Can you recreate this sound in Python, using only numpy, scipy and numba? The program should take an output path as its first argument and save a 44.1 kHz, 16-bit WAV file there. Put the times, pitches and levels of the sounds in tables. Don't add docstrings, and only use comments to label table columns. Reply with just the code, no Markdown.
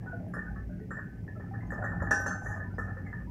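import sys
import numpy as np
from scipy import signal
from scipy.fft import rfft, irfft
from scipy.io import wavfile
from scipy.ndimage import uniform_filter1d
from numba import njit

SR = 44100
rng = np.random.default_rng(int(sys.argv[2]) if len(sys.argv) > 2 else 0)


def volts(x):
    e = np.asarray(x, float) / 20
    return 10 ** e


def persist_wave(psi):
    counts = np.round(np.clip(psi, -1, 1) * 32767).astype(np.int16)
    wavfile.write(sys.argv[1], SR, np.atleast_2d(counts).T)


N = 145530

# (time [s], rim ring [dB], pot [dB], dome [dB], sheet shimmer [dB])
TICKS = [(0.0597, -46.5, -46.5, -60, -93), (0.3362, -30.5, -46, -40.5, -69.5),
         (0.3655, -28, -42, -47.5, -96), (0.5606, -40, -78, -58, -102), (0.907, -29.5, -44.5, -41.5, -75),
         (0.969, -32.5, -49.5, -68, -100), (0.9847, -37, -46, -45.5, -101), (1.157, -52.5, -87, -70, -95),
         (1.278, -39, -50, -85, -97), (1.397, -41, -50, -58, -92), (1.537, -36, -52.5, -51.5, -90.5),
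         (1.7045, -35, -49.5, -81, -72), (1.7199, -27.5, -39, -43.5, -77), (1.7793, -37, -43, -54, -83),
         (1.8237, -45, -38.5, -54, -80), (1.839, -25.5, -39.5, -40.5, -69.5),
         (1.9176, -37, -46, -46.5, -107), (1.9997, -29.5, -72, -45, -90),
         (2.0209, -29, -34.5, -41.5, -70.5), (2.0712, -30.5, -83, -45, -95),
         (2.1089, -12.5, -26, -31.5, -40), (2.1991, -33, -43, -43, -62),
         (2.2612, -23.5, -32.5, -41.5, -48.5), (2.3061, -31.5, -44.5, -39.5, -84),
         (2.4591, -30, -44, -45.5, -71), (2.5074, -30.5, -50, -49.5, -77), (2.561, -46, -48, -49, -95),
         (2.6025, -33.5, -47, -58, -93), (2.7826, -27, -38, -42, -65.5), (2.8742, -37.5, -45.5, -48.5, -98),
         (2.9692, -36.5, -53, -50, -96), (3.0609, -40, -62, -59.5, -90), (3.1284, -33, -52, -53.5, -89),
         (3.2013, -47, -88, -60, -93)]
# (time [s], level [dB])
BOIL = [(0.0, -55), (.3, -57), (.6, -58), (.95, -65), (1.15, -64.5), (1.4, -58), (1.65, -52.5), (1.8, -40),
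        (2.05, -43.5), (2.3, -40.5), (2.72, -52.5), (3.3, -61)]
STEADY_T60_S = 0.6


def curve(x, table):
    return np.interp(x, *np.array(table, float).T[:2])


def coloured(table):
    hz, db = np.array(table, float).T
    log_f = np.log(np.arange(N // 2 + 1) * SR / N + 1)
    gain = volts(np.interp(log_f, np.log(hz), db, -120, -120))
    x = irfft(rfft(rng.standard_normal(N)) * gain, N)
    return x / x.std()


def band(hz, width):
    f = np.arange(N // 2 + 1) * SR / N
    x = irfft(rfft(rng.standard_normal(N)) / (1 + (2 * (f - hz) / width) ** 2), N)
    return x / x.std()


def walk(rate):
    k = int(SR / rate)
    steps = np.repeat(rng.standard_normal(N // k + 1), k)
    return uniform_filter1d(uniform_filter1d(steps, k), k)[:N]


def smear(t60):
    t = np.arange(SR // 4) / SR
    echo = rng.standard_normal(len(t)) * volts(-60 * t / t60)
    return echo / np.sqrt(np.sum(echo ** 2))


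@njit
def ring(out, at, gains, poles, damp, shake):
    for m in range(len(poles)):
        z, k = 0j, 0
        for i in range(at[0], len(out)):
            z *= poles[m] * damp[i] * shake[m, i >> 8]
            while k < len(at) and at[k] <= i:
                z += gains[k, m]
                k += 1
            out[i] += z.imag
    return out


@njit
def grains(out, at, turn, glide, fade, size):
    for g in range(len(at)):
        z, p, i = size[g] + 0j, fade[g] * np.exp(1j * turn[g]), at[g]
        r = np.exp(1j * glide[g])
        while i < len(out) and abs(z) > size[g] / 500:
            out[i] += z.imag
            z *= p
            p *= r
            i += 1
    return out


def tones(s, hz, t60, db, rise):
    turn = 2 * np.pi * hz / SR
    glide = turn * rise / (t60 * SR)
    fade = np.exp(-np.log(1000) / (t60 * SR))
    return grains(np.zeros(N), (s * SR).astype(np.int64), turn, glide, fade, volts(db))


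def split(modes):
    m = np.array(modes, float)
    near = np.repeat(m, 2, axis=0)
    near[:, 0] *= 1 + 0.03 * rng.standard_normal(len(near))
    near[:, 1] = (near[:, 1] - 4).clip(-99, -8)
    near[:, 2] = near[:, 2].clip(0, 0.5) * 0.75
    return np.r_[m, near]


def struck(modes, times, db, patch_db=0, colour_db=0):
    settles = [.635, 1.21, 2.675, 3.25]
    settle_s, settle_db = 0.025, -12
    strike_spread_db = 4.5
    wander = 0.5

    hz, mode_db, t60 = np.array(modes, float).T
    order = np.argsort(times)
    share = volts(mode_db) / np.sqrt(np.sum(volts(mode_db) ** 2))
    loose = t60 < STEADY_T60_S
    chance = rng.standard_normal((len(times), 3, len(hz)))
    patch = 4 * patch_db * uniform_filter1d(chance[:, 2], size=16, axis=1)
    level = db[:, None] + strike_spread_db * chance[:, 0] * loose + patch + colour_db
    gains = volts(level) * share * np.exp(2j * np.pi * chance[:, 1])

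    poles = np.exp(2j * np.pi * hz / SR - np.log(1000) / (t60 * SR))
    unrest = wander / 256 * loose * np.sqrt(hz / 1500).clip(1)
    shake = np.exp(1j * unrest[:, None] * rng.standard_normal((len(hz), N // 256 + 1)))
    t = np.arange(N) / SR
    settling = sum((t > s) & (t < s + settle_s) for s in settles)
    damp = volts(settling * settle_db / (settle_s * SR))
    at = (times[order] * SR).astype(np.int64)
    return ring(np.zeros(N), at, gains[order], poles, damp, shake)


def bursts(column, t60, colour):
    ticks = np.array(TICKS)
    hits = np.zeros(N)
    hits[(ticks[:, 0] * SR).astype(int)] = volts(ticks[:, column])
    return signal.lfilter([1], [1, -volts(-60 / (t60 * SR))], hits) * coloured(colour)


def kitchen_hum(t):
    # (centre [Hz], width [Hz], level [dB rms])
    hum_bands = [(55.4, 8.5, -48.5), (95.45, 1.57, -48.5), (109.4, 11.2, -49), (179.9, 16.4, -49),
                 (230.6, 145, -51.5)]
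    # (time [s], level [dB])
    swell = [(1.6, 0), (1.76, 4), (2.08, 4), (2.18, -1), (2.55, 3), (2.9, -1)]
    return sum(volts(db + curve(t, swell) + 3.54 * walk(4.23)) * band(hz, w) for hz, w, db in hum_bands)


def room_rumble():
    # (frequency [Hz], density [dB per Hz])
    spectrum = [(12, -35), (20, -9), (114, 13), (610, -14), (927, -37), (1600, -34), (1740, -34),
                (1970, -29.5), (3000, -45), (3900, -56), (6600, -120)]
    return volts(-44 + 0.5 * walk(9.0)) * coloured(spectrum)


def air_hiss(t):
    # (frequency [Hz], density [dB per Hz])
    spectrum = [(1180, -42), (2000, 5), (2420, -0.5), (3620, -10.5), (5670, -7), (7800, -13.5),
                (15700, -13)]
    hiss_db, wakes_s = -74.5, 2.1
    side_db = hiss_db - 18 - 12 * (t < wakes_s)
    side = volts(side_db) * coloured([(3000, -7), (6000, -2), (9000, -4), (15700, 2)])
    return volts(hiss_db) * coloured(spectrum), side


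def plops():
    # (time [s], level [dB], pitch [Hz])
    big_bubbles = [(.003, -46, 1744), (.062, -33, 1493), (.11, -34, 1493), (.06, -50, 950),
                   (1.371, -33, 404), (0.552, -46, 1203), (1.351, -46.5, 1320), (.128, -36.5, 684),
                   (.128, -37, 492), (.20, -36, 610), (.26, -42, 626), (.46, -38, 1510), (.8, -38, 420),
                   (.98, -59, 965), (1.365, -44.5, 629), (1.46, -53, 1350), (.28, -53, 1590),
                   (.478, -52, 560), (.50, -45, 778), (.688, -38.5, 583), (.69, -47, 1520),
                   (.78, -49, 1475), (.80, -48, 1900), (1.51, -39.5, 770), (1.605, -33.5, 2043),
                   (1.62, -41, 1035), (1.785, -28, 612), (1.80, -33.5, 751), (1.86, -35, 560),
                   (1.9, -39, 841), (1.82, -32, 1446), (2.445, -39, 613), (2.493, -39.5, 836),
                   (2.54, -37.5, 635.5), (2.596, -43, 630), (2.70, -42.5, 1513), (2.79, -37, 1309),
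                   (2.964, -41, 536), (3.048, -48.5, 804), (3.12, -45, 977), (2.645, -41.5, 1012),
                   (2.869, -42, 802), (3.065, -26.5, 2090), (3.05, -21, 2300), (3.27, -43.5, 937)]
    t60, rise, swell_ratio = 0.24, 0.024, 39
    s, db, hz = np.repeat(np.array(big_bubbles, float), 5, axis=0).T
    chance = rng.standard_normal((len(s), 2)).T
    s = s + 0.005 * chance[1] ** 2
    hz = hz * (1 + 0.028 * chance[0])
    t60 = np.full(len(s), t60)
    fading = tones(s, hz, t60, db - 14, rise)
    return fading - tones(s, hz, t60 / swell_ratio, db - 14, rise / swell_ratio)


def bubbles():
    centre_hz, spread_octaves, cycles = 560, 0.453, 5.66
    u, e = rng.random((550, 2)).T
    hz = centre_hz * 2 ** (spread_octaves * rng.standard_normal(len(u))).clip(0.4, 4)
    s = u * N / SR
    db = curve(s, BOIL) - 2.5 - 5.5 * np.log(e).clip(-2.6)
    db = db - 5 * np.log2(hz / centre_hz).clip(0)
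    return tones(s, hz, 2 * cycles / hz, db, 0.27)


def lid():
    # (frequency [Hz], level [dB], t60 [s])
    pot_modes = [(240.7, -5.5, 0.6), (340, -18.5, 0.057), (411.4, -1.5, 0.23), (460.6, -8.5, 0.36),
                 (560, 7.5, 0.078), (633, -5.5, 0.72), (770, -6.5, 0.26), (810, 0, 0.8), (951, -7.5, 0.27),
                 (1028, -6.5, 0.62)]
    # (frequency [Hz], level [dB], t60 [s])
    dome_modes = [(1100, -10, .22), (1170, -9, .22), (1230, -4, .45), (1305, -5, .3), (1384, -6, .3),
                  (1463, -6, .4), (1528, 6, 1.2), (1600, -11, .3)]
    # (frequency [Hz], level [dB], t60 [s])
    rim_modes = [(1685, -5, .33), (1705, -3, .33), (1722, 0, .4), (1748, -1, .33), (1762, 0, .35),
                 (1775, 0, .4), (1792, -2, .33), (1815, -3, .3), (1832, -5, .3), (1849, -3, .35),
                 (1875, -9, .22), (1898, -14, .2), (1960, -22, .12)]
    free_ring_db = -17

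    s, rim, pot, dome, _ = np.array(TICKS, float).T
    place, strength = rng.random((110, 2)).T
    chatter = place * N / SR
    boil = curve(chatter, BOIL) - np.mean(BOIL, axis=0)[1]
    soft = -69 + np.log(strength).clip(-2) + 0.48 * boil
    times = np.r_[s, chatter]
    light = np.r_[rim < rim.max(), soft < 0][:, None]

    def part(modes, tick_db, chatter_db):
        long_ring = modes[:, -1] > STEADY_T60_S
        return struck(modes, times, np.r_[tick_db, soft + chatter_db], colour_db=free_ring_db * light * long_ring)

    return (part(np.array(rim_modes), rim - 6, 0)
            + part(split(pot_modes), pot - 1, -2)
            + part(split(dome_modes), dome + 5, -3))


def knock():
    return volts(-4.5) * bursts(column=2, t60=0.11, colour=[(300, -13), (480, 2.5), (1300, -13)])


def pot_body(water, metal):
    wet = volts(-6) * signal.fftconvolve(water, smear(0.18))[:N]
    return signal.sosfilt(signal.cheby2(8, 45, 2350, fs=SR, output="sos"), metal + water + wet)


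def crack():
    return volts(-10) * bursts(column=4, t60=0.037, colour=[(5800, -16), (6600, 6), (12500, -11)])


def shimmer():
    # (frequency [Hz], level [dB])
    outline = [(2250, -20), (2750, -13), (3350, -27), (4650, -15), (5050, -24), (5500, -5), (6500, 0),
               (13500, -22)]
    # (frequency [Hz], level [dB], t60 [s])
    sheet_modes = [(2309, -9, .3), (2466, -2, .25), (2751, -6, .3), (3198, -15, .3), (3634, -14, .25),
                   (4200, -12, .4), (4500, -6, .45), (4650, -5, .3), (5389, 0, .45), (6013, -1, .4)]

    s, db = np.array(TICKS, float).T[[0, 4]]
    hz = np.linspace(2250, 13600, 420) + 9 * rng.standard_normal(420)
    t60 = 0.43 * (hz / 6000).clip(1) ** -0.75 * volts(rng.standard_normal(len(hz)))
    outline_hz, outline_db = np.array(outline, float).T
    dense = np.c_[hz, np.interp(np.log(hz), np.log(outline_hz), outline_db), t60]

    soft = db[:, None] < -57
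    colour = 12 / (1 + ((hz - 7200) / 250) ** 2) + 22 * np.log2(hz / 8000)
    x = struck(dense, s, db - 0.5, 3 * soft + 4.5, colour * soft)
    x = np.convolve(x, np.hanning(5) / 2)[:N]
    clear = struck(split(sheet_modes), s, db - 9.5 - 20 * soft[:, 0])
    x = x + np.convolve(clear, np.hanning(9) / 2)[:N]

    x = signal.fftconvolve(x, smear(0.041))[:N]
    top = signal.sosfilt(signal.butter(6, 8000, "high", fs=SR, output="sos"), x)
    return x, volts(-7) * np.roll(top, 40)


def spits():
    # (time [s], level [dB], pitch [Hz])
    droplets = [(.283, -70, 11000), (1.665, -74, 6400), (2.74, -72, 4950), (2.785, -67, 5600),
                (2.83, -72, 5600), (.34, -68, 5250), (1.72, -68, 6350), (1.735, -73, 5300),
                (1.84, -68, 6300), (1.85, -76, 3800), (2.02, -73, 5650), (2.28, -66, 3300),
                (2.28, -63, 4450), (2.33, -67, 4450), (.338, -70, 10600), (.34, -71, 8700),
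                (.908, -73, 9000)]
    s, db, hz = np.repeat(np.array(droplets, float), 4, axis=0).T
    chance = rng.standard_normal((len(s), 2)).T
    s = s + 0.008 * abs(chance[1])
    hz = hz * (1 + 0.015 * chance[0])
    return np.convolve(tones(s, hz, np.full(len(s), 0.1), db, 0.01), np.hanning(5) / 2)[:N]


def thump(t):
    start_s, length_s, hz = 1.975, 0.075, 78
    u = ((t - start_s) / length_s).clip(0, 1)
    return volts(-32) * np.sin(np.pi * u) ** 2 * np.sin(2 * np.pi * hz * (t - start_s))


def steam(t):
    # (centre [Hz], width [Hz], level [dB])
    gap_bands = [(5220, 54, -11), (6060, 120, 6), (6630, 150, 0), (6820, 55, 0), (7360, 150, -1.5),
                 (8600, 1200, -8), (10400, 1800, -2)]
    start_s, rise_s, hold_s, fall_s = 2.39, 0.06, 0.08, 0.11
    end_s = start_s + rise_s + hold_s + fall_s
    shape = np.minimum((t - start_s) / rise_s, (end_s - t) / fall_s).clip(0, 1)
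    jet = sum(volts(db + 2.9 * walk(29.2)) * band(hz, w) for hz, w, db in gap_bands)
    return volts(-71) * shape ** 2 * jet


def scene():
    t = np.arange(N) / SR
    hiss, hiss_side = air_hiss(t)
    room = kitchen_hum(t) + room_rumble() + hiss
    pot = pot_body(plops() + bubbles(), lid() + knock())
    high, high_side = shimmer()
    mid = room + pot + crack() + high + spits() + thump(t) + steam(t)
    side = high_side + hiss_side
    return np.array([mid + side, mid - side])


def top_cut(x):
    return signal.sosfilt(signal.butter(12, 15810, fs=SR, output="sos"), x)


def record(dry):
    return top_cut(dry)


dry = scene()
out = record(dry)
persist_wave(out)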